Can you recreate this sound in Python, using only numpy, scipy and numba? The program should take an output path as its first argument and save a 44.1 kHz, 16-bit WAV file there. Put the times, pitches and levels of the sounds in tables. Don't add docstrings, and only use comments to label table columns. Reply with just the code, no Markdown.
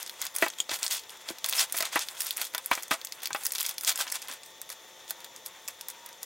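import sys
import numpy as np
from scipy import signal
from scipy.fft import rfft, irfft
from scipy.io import wavfile
from scipy.ndimage import uniform_filter1d
from numba import njit

SR = 44100
rng = np.random.default_rng(int(sys.argv[2]) if len(sys.argv) > 2 else 0)


def to_linear_factor(level_db):
    exponent = np.asarray(level_db, float) / 20
    return 10 ** exponent


def int16_out(signal):
    q = np.round(np.clip(np.atleast_2d(signal).T, -1, 1) * 32767)
    wavfile.write(sys.argv[1], SR, q.astype(np.int16))


N = 275609
T = np.arange(N) / SR

# f/Hz, level/dB per Hz
AIR = [(18, -61), (30, -12), (306, 0.5), (519, 5), (760, 5.5), (900, 1.5), (1150, 4.5), (1600, -6),
       (1880, 7), (2150, 0), (2890, -0.5), (3480, 9), (4290, -3.5), (6380, 1), (8090, -12), (15800, -8),
       (16500, -39)]
AIR_DB = -46.5
HUM_HZ = [360, 448, 513.4, 528.9, 559, 888.2, 1797, 3520, 5780, 6417, 7090]
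# level/dB rms, width/Hz
HUM = [(-75, 14), (-76, 14), (-73, 7), (-70, 7), (-76, 5), (-65, 1), (-72, 3), (-64, 250), (-69, 350),
       (-69, 120), (-67, 250)]
# t/s, length/s, f/Hz, level/dB
FAR = [
    (.02, .25, 950, -63),
    (5.14, .1, 795, -67),
    (5.13, .22, 950, -58.5),
    (5.8, .1, 792, -67),
    (5.8, .36, 950, -57.5),
]

# t/s, length/s, effort/dB, brightness/dB
LIFTS = [(0, 0.072, -46.5, -8), (0.194, 0.087, -47, -3), (0.344, 0.075, -50.5, 5.5),
         (0.423, 0.013, -32.5, 0), (0.584, 0.022, -42.5, -3), (0.71, 0.042, -33.5, -4),
         (0.79, 0.018, -48.5, 6), (0.824, 0.041, -39.5, 5), (0.911, 0.05, -32, -1),
         (1.288, 0.018, -39, 2.5), (1.452, 0.038, -37, -2), (1.513, 0.014, -44, -3),
         (1.553, 0.013, -34.5, 0), (1.579, 0.047, -26.5, 0.5), (1.735, 0.047, -40.5, -1),
         (1.798, 0.034, -38.5, 2), (1.849, 0.019, -34.5, -9), (1.929, 0.096, -39.5, -12),
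         (2.208, 0.017, -40.5, 6), (2.263, 0.014, -38, -2), (2.308, 0.0085, -54, -2),
         (2.366, 0.017, -42, -1), (2.402, 0.068, -39.5, 0), (2.546, 0.13, -58.5, 8.5),
         (2.72, 0.012, -38, -2), (2.755, 0.053, -50.5, 4), (2.917, 0.018, -39.5, 1)]
# t/s, length/s, effort/dB, brightness/dB
TURNS = [(3.232, 0.031, -45.5, 3), (3.337, 0.091, -52.5, 7), (3.454, 0.036, -47, 13.5),
         (3.552, 0.0084, -42, 4), (3.586, 0.023, -45, 12.5), (3.645, 0.029, -39, -9), (3.69, 0.022, -44, 2),
         (3.781, 0.038, -60, 17), (3.837, 0.011, -43.5, 8.5), (3.878, 0.028, -28.5, 4),
         (3.992, 0.003, -35.5, 2), (4.004, 0.011, -31.5, 4), (4.079, 0.012, -45, -4),
         (4.117, 0.048, -44, -2), (4.229, 0.011, -52, 2), (4.287, 0.059, -47, 1),
         (4.706, 0.022, -49.5, 5.5), (5.092, 0.013, -48, 8), (5.458, 0.0059, -50.5, 10),
         (5.682, 0.011, -44.5, -1), (5.888, 0.022, -55, 7), (6.23, 0.0088, -52, 6)]
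STILL_DB, IDLE_DB = -64, -3
# t/s, level/dB
FIDGET = [(0, -54), (.5, -58.5), (1.0, -62.5), (1.9, -56.5), (2.3, -46), (2.6, -61.5), (3.2, -60.5),
          (3.5, -58), (4.0, -56), (4.2, -55), (4.4, STILL_DB), (6.25, STILL_DB)]
ATTACK_DB_PER_S, RELEASE_DB_PER_S = 1217, 639
CARD_DB, CARD_SHARE = -45, 0.77
FIDGET_CARD_DB, FIDGET_CARD_SHARE, FIDGET_BRIGHT_DB = -54.5, 0.67, 3

# t/s, peak/dB, f/Hz,
# sheen/dB
CLEAR_SNAPS = [(0.0627, -20, 6840, -24), (0.0946, -18, 4720, -15), (0.2155, -11.5, 7200, -10),
               (0.24, -32, 6340, -5), (0.2517, -16, 8600, -10), (0.266, -15.5, 6530, -13.5),
               (0.3506, -20, 5400, -8), (0.3621, -10.5, 8830, -7.5), (0.384, -22.5, 7600, 1),
               (0.4817, -18, 5200, -9.5), (0.501, -18, 5400, -30), (0.5355, -29, 4450, -34),
               (0.6933, -15, 4400, -28), (0.7135, -13, 7500, -25), (0.741, -12, 7800, -18),
               (0.756, -21, 3800, -9), (0.8292, -7.5, 5940, -20), (0.8636, -7.5, 6240, -31),
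               (0.8788, -16, 7500, -23), (0.91, -10, 6670, -16), (0.922, -14, 4360, -9),
               (0.968, -25, 9500, -7), (1.103, -22, 7200, -29), (1.1707, -44, 6940, -18),
               (1.2877, -18, 4650, -22), (1.384, -20.5, 7000, -15),
               (1.4428, -10, 4480, -12), (1.4607, -15, 6300, -5), (1.5252, -11, 4980, -13),
              (1.593, -3, 5300, -20), (1.723, -11.5, 9160, -6), (1.7663, -9.5, 8760, -25),
              (1.776, -12, 8100, -10), (1.8045, -6.5, 7270, -24), (1.8238, -12, 5040, -7),
              (1.9254, -24, 5370, -9), (1.9914, -13.5, 5430, -9), (2.0853, -18.5, 4640, -10.5),
              (2.205, -7, 7350, -13), (2.2178, -17, 5670, -5), (2.266, -23.5, 5300, 3),
              (2.307, -13, 4800, -6.5), (2.3693, -13, 9100, -10.5), (2.4144, -10, 4760, -8.5),
              (2.5476, -13, 4750, -10), (2.5792, -10.5, 6460, -14), (2.659, -21.5, 7340, 2),
              (2.7325, -16, 5300, -16), (2.7516, -16.5, 6920, -12), (2.832, -21, 7100, -5),
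              (2.8806, -24.5, 6940, -17), (3.0137, -24, 4040, -16), (3.0477, -12.5, 9100, -14),
              (3.07, -23, 4920, -13), (3.1221, -18, 4680, -11),
               (3.232, -18.5, 4700, -5), (3.256, -12.5, 4970, -9), (3.2714, -18.5, 4780, -6),
              (3.3298, -13, 5800, -32), (3.4343, -18, 6800, -7), (3.4512, -18, 8300, -1),
              (3.465, -11.5, 6500, -4), (3.5197, -14.5, 7900, -3.5), (3.5505, -12, 7860, -20),
              (3.582, -12, 8200, -15), (3.607, -10, 8400, -11), (3.6278, -15, 6930, -5),
              (3.6914, -13.5, 6830, -5.5), (3.741, -28, 7350, -15), (3.781, -16, 6200, -8),
              (3.8093, -19.5, 6140, -8), (3.8469, -13, 6870, -14), (3.8923, -2, 6770, -20),
              (3.9571, -11, 8600, -28), (3.9746, -17, 4400, -4), (4.0769, -21, 4470, -25),
              (4.0997, -17.5, 7260, -18), (4.1215, -7.5, 8500, -21), (4.1545, -16, 8200, -12),
              (4.2177, -19.5, 6600, -12), (4.283, -25.5, 4250, -3.5), (4.313, -19, 5600, -21),
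              (4.336, -28.5, 5070, -0.5),
               (4.4322, -23.5, 6100, -24), (4.6149, -20, 6160, -8.5), (4.7007, -24.5, 6000, -3),
              (4.725, -27, 5530, -13), (5.0982, -23, 6100, -10), (5.1066, -17, 6200, -5),
              (5.2034, -31, 5750, -9), (5.244, -21.5, 5300, -10), (5.3617, -26.5, 6400, -12),
              (5.461, -21.5, 6300, -6), (5.6819, -12.5, 7700, -11), (5.81, -20, 7100, -11),
              (5.8842, -24, 6430, -2.5), (6.0606, -24, 6400, -8), (6.0888, -31.5, 6450, -5),
              (6.128, -32, 5900, -19), (6.23, -20.5, 6420, -5.5)]
# t/s, peak/dB, f/Hz, sheen/dB
SMALL_SNAPS = [(0.028, -22.5, 6570, -7), (0.076, -27, 5900, -10), (0.223, -19, 4670, -10),
               (0.456, -28, 4010, -8), (0.714, -18, 4030, -19), (0.7882, -23, 5800, -15),
               (0.8231, -31, 3590, -18), (0.8386, -13.5, 4000, -19), (0.9044, -23, 7300, -13),
               (0.9684, -34, 5310, -12), (0.9946, -27, 5400, -9), (1.036, -30, 4220, -20),
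               (1.094, -27, 3740, -12), (1.1715, -34, 6000, -12), (1.2933, -22, 5630, -23),
               (1.31, -34, 4140, -11), (1.4877, -17.5, 8500, -3), (1.495, -15, 8800, -2),
               (1.51, -20.5, 5730, -12), (1.5336, -14, 3360, -17), (1.551, -23, 3680, -15),
               (1.5653, -13, 9000, -10), (1.6679, -45, 5160, -24), (1.6974, -26, 5210, -15),
               (1.7581, -23, 8060, -11), (1.7707, -17, 7040, -5), (1.7849, -16.5, 4530, -3),
               (1.8073, -15, 5470, -12), (1.8525, -13.5, 5250, -11), (1.9297, -29, 3400, -6),
               (1.989, -27, 4830, -19), (2.0094, -32, 3500, -9), (2.1684, -29, 4050, -25),
               (2.2324, -32, 6370, -8), (2.246, -28, 6090, 2), (2.2872, -30, 3700, -21),
               (2.3265, -27, 7200, -10), (2.365, -25, 7750, -10), (2.378, -21, 3500, -6),
               (2.4499, -22, 4920, -6), (2.5364, -29, 5850, -20), (2.6434, -27, 6560, -18),
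               (2.8057, -33, 4780, -16), (2.8234, -22, 6000, -9),
               (2.91, -13, 4900, -14), (2.9135, -10, 2530, -28), (2.92, -22, 3170, -26),
                    (2.938, -32, 3000, -6), (3.203, -31, 4250, -23), (3.2188, -26.5, 4500, -10),
                    (3.244, -22, 4060, -22), (3.308, -38, 3890, -26), (3.3607, -19, 4090, -19),
                    (3.456, -14, 7000, -19), (3.506, -24, 5860, -24), (3.5346, -21, 6270, -9),
                    (3.5563, -16, 4480, -18), (3.567, -26, 5030, -18), (3.587, -20.5, 4200, -17),
                    (3.6003, -15, 4750, -18), (3.6136, -18, 3900, -12), (3.6445, -25, 5200, -19),
                    (3.6508, -19, 3860, -11), (3.6627, -11.5, 7800, -10), (3.6866, -24, 6400, -6),
                    (3.8335, -18, 8100, -8), (3.859, -27, 5940, -15), (3.8694, -20, 6510, -15),
                    (3.917, -18, 4370, -15), (3.9225, -19, 5330, -6), (3.952, -36, 5380, -22),
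                    (3.996, -29, 4610, -20), (4.004, -19, 4420, -17), (4.0352, -29, 3650, -21),
                    (4.068, -28, 4100, -15), (4.0804, -24, 3680, -25), (4.117, -23, 7440, -5),
                    (4.143, -23, 4040, -13), (4.224, -20.5, 6150, -23), (4.2737, -29, 5800, -20),
                    (4.3243, -25.5, 5750, -16), (4.46, -26.5, 5700, -13), (4.691, -28, 3540, -7),
                    (5.0788, -29, 6200, -21), (5.096, -31, 5300, -11), (5.2627, -35, 4600, -24),
                    (5.6774, -20, 6200, -12), (5.9004, -23, 7040, -13)]
SNAP_LATE_S, SNAP_DB, SMALL_DB, SHEEN_DB = .0009, 1, 2, 5.5
STRAY_TOP_DB, STRAY_DB, STRAY_SCATTER_DB, STRAY_HZ, STRAY_SHEEN_DB = -23, 16.5, 11, 5300, -23
POPPED_DB, POPPED_HZ, POPPED_SHEEN_DB = -8, 3000, 3.5

# t/s, peak/dB, loudest ring f/Hz, thump below 400 Hz/dB, box share/0-1
KNOCKS = [(0.423, -11.5, 1950, 0.5, 0), (0.425, -13.5, 680, 1.5, 0), (0.462, -21, 860, -13, 0.46),
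          (0.691, -31, 643, -27, 0.96), (0.713, -24.5, 1100, -7, 0.6), (1.29, -36, 670, -2, 0.3),
          (1.303, -33.5, 444, 9, 0.24), (1.442, -30.5, 1100, -37, 0), (1.525, -32.5, 2280, -43, 0.55),
          (1.743, -27.5, 1784, -8, 0.15), (1.805, -25.5, 655, -41, 0.2), (1.826, -25, 1420, -35, 0.15),
          (1.957, -11.5, 1146, -18, 0.35), (1.9635, -18.5, 804, -28, 0.3), (2.537, -34, 1330, -40, 0.1),
          (2.547, -25, 1460, -47, 0.15), (2.579, -30.5, 1730, -46, 1), (2.713, -11, 993, -28, 0.66),
          (2.714, -14.5, 1530, -15, 0.6), (2.775, -24.5, 905, -20, 0.67), (2.909, -19.5, 1000, -2, 0.74),
          (2.913, -17, 1160, -4, 0.8), (2.92, -23.5, 2280, -16, 0.2), (2.939, -24.5, 1114, -20, 0.5),
          (3.305, -29.5, 1030, -30, 1), (3.347, -17.5, 1150, -45, 0.53), (3.89, -29, 1300, -32, 0.6),
          (4.004, -26, 1540, -38, 0.8), (4.067, -34, 1740, -30, 0.4), (4.7, -39.5, 2340, -30, 0.04),
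          (5.106, -37.5, 1510, -33, 0.4), (5.684, -39, 1120, -29, 0.1)]
# f/Hz, level/dB, t60/s
CASE = [(665, -2, .06), (980, -5, .05), (1280, -1, .05), (1420, -6, .05), (1750, -3, .045), (1960, 0, .05),
        (2290, -4, .05), (2520, -6, .05)]
# f/Hz, level/dB, t60/s
BOX = [(390, -14, .05), (830, -3, .045), (1000, -2, .05), (1240, -1, .05), (1570, 0, .045), (1800, -4, .04),
       (2310, -3, .045), (2630, -5, .04)]
RING_SHARE, RATTLE_DB, RATTLE_T60_S = 0.83, -14.5, 0.11
# t/s, level/dB
TICKS = [
    (0.586, -45.5),
    (0.6022, -29.5),
]
# f/Hz, level/dB, t60/s
LID = [(3480, 6, 0.0098), (3250, 13.5, 0.015), (6200, -3, 0.014), (6820, 14, 0.015), (7500, 10.5, 0.014),
       (8500, 7, 0.013), (11900, -6, 0.031)]
# t/s, level/dB, f/Hz, t60/s
THUDS = [
    (0.72, -52, 105, 0.075),
    (1.303, -62, 75, 0.07),
    (1.304, -43.5, 199, 0.043),
    (1.798, -55, 212, .08),
    (2.713, -45, 45, 0.085),
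    (2.91, -38, 175, 0.057),
    (3.32, -53, 160, 0.077),
    (4.301, -48, 267, 0.067),
]

SQUEAK_S, SQUEAK_LENGTH_S, SQUEAK_HZ, SQUEAK_BEND, SQUEAK_DB = 1.581, 0.0124, 4800, 0.136, -23
MIC_HZ, MIC_WIDTH_HZ, MIC_DB = 3430, 550, -6
ROOM_T60_S, ROOM_DB, SIDE_DB = .075, -10.5, -22
LIMIT = .6


def level(x, db):
    return x * to_linear_factor(db) / np.sqrt(np.mean(x ** 2))


def band(x, lo_hz, hi_hz):
    sos = signal.butter(2, [lo_hz, min(hi_hz, .48 * SR)], "band", fs=SR, output="sos")
    return signal.sosfilt(sos, x)


def tint(x, points):
    hz, db = np.transpose(points)
    bin_hz = np.arange(1, N // 2 + 2) * SR / N
    return irfft(rfft(x) * to_linear_factor(np.interp(np.log(bin_hz), np.log(hz), db)), N)


def walk(rate_hz):
    k = int(SR / rate_hz)
    held = np.repeat(rng.standard_normal(N // k + 1), k)
    return 1.3 * uniform_filter1d(uniform_filter1d(held, k), k)[:N]


@njit
def rings(s, hz, t60, size, turn):
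    out = np.zeros(N)
    for k in range(len(s)):
        p = np.exp(2j * np.pi * hz[k] / SR - np.log(1000) / (t60[k] * SR))
        z, start = size[k] * np.exp(2j * np.pi * turn[k]), int(s[k] * SR)
        for i in range(start, min(N, start + int(t60[k] * SR * .83))):
            out[i] += z.real
            z *= p
    return out


def partials(s, hz, t60, db, spread_s, turns):
    one = np.ones_like(hz)
    late, phase = rng.random((2,) + hz.shape)
    start = s + spread_s * late
    return rings(start.ravel(), hz.ravel(), (t60 * one).ravel(), (to_linear_factor(db) * one).ravel(),
                 (0.84 + turns * phase).ravel())


def tone(hz, width_hz):
    wander = 1.5 + 5 / width_hz + walk(width_hz) + 1j * walk(width_hz)
    return np.real(wander * np.exp(2j * np.pi * hz * T))


def background():
    hiss = level(tint(rng.standard_normal(N), AIR), AIR_DB - 7.5) * to_linear_factor(0.5 * walk(1.83))
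    hum = sum(level(tone(hz, width_hz), db) for hz, (db, width_hz) in zip(HUM_HZ, HUM))
    far = 0
    for s, length_s, hz, db in FAR:
        swell = np.sin(np.pi * np.clip((T - s) / length_s, 0, 1)) ** .5
        far = far + level(band(tone(hz, 55), hz - 20, hz + 20), db) * swell
    return hiss + hum + far


def gripping(dbs):
    s, length = np.transpose(LIFTS + TURNS)[:2]
    out = np.full(N, 1e-9)
    for start, held, db in zip(s, length, dbs):
        near = slice(max(int(start * SR) - SR // 10, 0), int(start * SR) + SR // 2)
        slack_db = ATTACK_DB_PER_S * np.maximum(start - T[near], 0)
        slack_db += RELEASE_DB_PER_S * np.maximum(T[near] - start - held, 0)
        out[near] += to_linear_factor(db - slack_db)
    return out


def efforts():
    db, bright_db = np.transpose(LIFTS + TURNS)[2:]
    rest_db = np.interp(T, *np.transpose(FIDGET))
    card_rest = to_linear_factor(FIDGET_CARD_DB + FIDGET_CARD_SHARE * (rest_db + 54))
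    card = np.maximum(gripping(CARD_DB + CARD_SHARE * (db + 40.0)), card_rest)
    film = np.maximum(gripping(db), to_linear_factor(rest_db))
    bright = np.maximum(gripping(db + bright_db), to_linear_factor(rest_db + FIDGET_BRIGHT_DB))
    return [card, film, bright]


def crackle(lo_hz, hi_hz, cycles, scatter_db, at, jolt):
    pitch, phase, strength = rng.random((len(at), 3)).T
    hz = lo_hz * (hi_hz / lo_hz) ** pitch
    size = jolt * to_linear_factor(scatter_db * (strength - .5))
    return level(band(rings(at, hz, cycles / hz, size, phase), lo_hz, hi_hz), 0)


def rustle():
    at = rng.random(6000) * N / SR
    jolt = to_linear_factor(np.minimum(4.2 * rng.exponential(size=len(at)), 6.5))
    grip_db = 2.8 * walk(70)
    # lo/Hz, hi/Hz, ring/cycles, slide/dB
    bands = [(717, 3000, 1.3, 3.5), (2560, 9200, 1.1, 1.5), (6670, 17400, 16, -6.5)]
    out = 0
    for (lo, hi, cycles, slide_db), strength in zip(bands, efforts()):
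        slide = level(band(rng.standard_normal(N), lo, hi), slide_db)
        effort = uniform_filter1d(strength, int(0.0016 * SR))
        swell = to_linear_factor(grip_db + 2.6 * walk(30) - 5)
        out = out + effort * swell * (crackle(lo, hi, cycles, 10., at, jolt) + slide)
    return out


def creases():
    clear = np.array(CLEAR_SNAPS) + [SNAP_LATE_S, SNAP_DB, 0, SHEEN_DB]
    small = np.array(SMALL_SNAPS) + [SNAP_LATE_S, SMALL_DB, 0, SHEEN_DB]
    at = rng.random(150) * (N - 1) / SR
    odd = rng.standard_normal((150, 3)).T
    db, bright_db = np.transpose(LIFTS + TURNS)[2:]
    grip_db = 20 * np.log10(gripping(db + bright_db / 2)[(at * SR).astype(int)])
    hold_db = np.maximum(grip_db, np.interp(at, *np.transpose(FIDGET)) + IDLE_DB)
    stray_db = np.minimum(hold_db + STRAY_DB, STRAY_TOP_DB) - STRAY_SCATTER_DB * abs(odd[0])
    stray = np.transpose([at, stray_db, STRAY_HZ * 1.7 ** odd[1], STRAY_SHEEN_DB + 5 * odd[2]])
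    popped = [(s, db + POPPED_DB, POPPED_HZ, POPPED_SHEEN_DB) for s, db, *_ in KNOCKS]
    return np.vstack([clear, small, stray, popped])


def snaps():
    s, db, hz, sheen_db = creases().T[:, :, None]
    place = (np.arange(6) + rng.random((len(s), 6))) / 6
    body_hz = hz * 2 ** (.95 * (place - .5))
    sheen_hz = 9500 + 7000 * place
    body = partials(s, body_hz, 12 / body_hz, db - 9.5, .0003, .5)
    sheen = partials(s, sheen_hz, .0018, db + sheen_db - 6.5, .00015, .6)
    patch = rng.random((len(s), 16))
    flutter = partials(s, hz * 2 ** (1.694 * (patch - .55)), 0.016, db - 28.0, .004, 1)
    shimmer = partials(s, 8500 + 8000 * patch, 0.018, db + sheen_db - 22.5, 0.0016, 0.95)
    seam = partials(s, 1750 * 1.575 ** patch[:, :3], 0.01, db - 25.5, 0.0009, 0.87)
    return band(body + sheen + seam + flutter + shimmer, 930, 19000)


def knocks():
    out, n_s = np.zeros(N), np.arange(int(.2 * SR)) / SR
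    touches = [(.0012, 0), (.0045, -6), (.013, -13)]  # delay/s, level/dB
    for s, db, hz, thump_db, box in KNOCKS:
        box = np.clip(box, .02, .98)
        case_modes = [(f, g + 20 * np.log10(1 - box), d) for f, g, d in CASE]
        box_modes = [(f, g + 20 * np.log10(box), d) for f, g, d in BOX]
        modes = np.array(case_modes + box_modes + [(hz, 1, .036), (350, thump_db + 0.5, .05)])
        mode_hz, mode_db, mode_t60 = modes.T
        for chance, (late_s, soft_db) in zip(rng.random((3, len(modes), 2)), touches):
            touch_hz = mode_hz * (1 + 0.03 * (chance[:, 0] - .5))
            touch_db = db - 8 + soft_db + mode_db + 7 * (chance[:, 1] - .5)
            out += partials(s + late_s, touch_hz, RING_SHARE * mode_t60, touch_db,
                            .0003 + late_s / 4, .15 + 40 * late_s)
        rattle = level(band(rng.standard_normal(len(n_s)), 540, 2730), db + RATTLE_DB)
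        rattle = rattle * to_linear_factor(-60 * n_s / RATTLE_T60_S)
        i = int((s + 0.000803) * SR)
        out[i:i + len(n_s)] += rattle[:N - i]
    hz, db, t60 = np.transpose(LID)
    out += sum(partials(s, hz, t60, db + blow_db, 0.0005, 0.27) for s, blow_db in TICKS)
    s, db, hz, t60 = np.transpose(THUDS)
    thuds = partials(s, hz, t60, db, 0.0011, 0.087)
    return band(out, 255, 29000) + band(thuds, 30, 340)


def squeak():
    arch = np.sin(np.pi * np.clip((T - SQUEAK_S) / SQUEAK_LENGTH_S, 0, 1))
    phase = 2 * np.pi * np.cumsum(SQUEAK_HZ * (1 + SQUEAK_BEND * arch)) / SR
    return to_linear_factor(SQUEAK_DB) * arch ** .5 * np.sin(phase)


def room(x, t60_s):
    n_s = np.arange(int(.15 * SR)) / SR
    tail = rng.standard_normal(len(n_s)) * to_linear_factor(-60 * n_s / t60_s) * (n_s > .0015)
    return signal.fftconvolve(x, tail / np.linalg.norm(tail))[:N]


def scene():
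    hands = rustle() + snaps() + knocks() + squeak()
    hands = hands + to_linear_factor(MIC_DB) * band(hands, MIC_HZ - MIC_WIDTH_HZ / 2, MIC_HZ + MIC_WIDTH_HZ / 2)
    air = background()
    side = room(hands, 0.015) + level(tint(rng.standard_normal(N), AIR), AIR_DB + 1.0)
    side = to_linear_factor(SIDE_DB) * (0.56 * band(side, 110, 1600) + to_linear_factor(-3.0) * side)
    mid = hands + to_linear_factor(ROOM_DB) * band(room(hands, ROOM_T60_S), 560, 11400) + air
    side = side + 0.025 * band(mid, 60, 400) + 0.069 * band(mid, 1300, 6200)
    side = side + 0.28 * band(air, 5400, 8000) + 0.069 * air
    return np.array([mid + side, mid - side])


def top_cut(x):
    return signal.sosfilt(signal.butter(12, 16970, fs=SR, output="sos"), x)


def record(dry):
    mix = LIMIT * np.tanh(dry / LIMIT)
    mix = signal.sosfilt(signal.ellip(8, .3, 60, 15800, fs=SR, output="sos"), mix)
    return top_cut(mix)


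dry = scene()
out = record(dry)
int16_out(out)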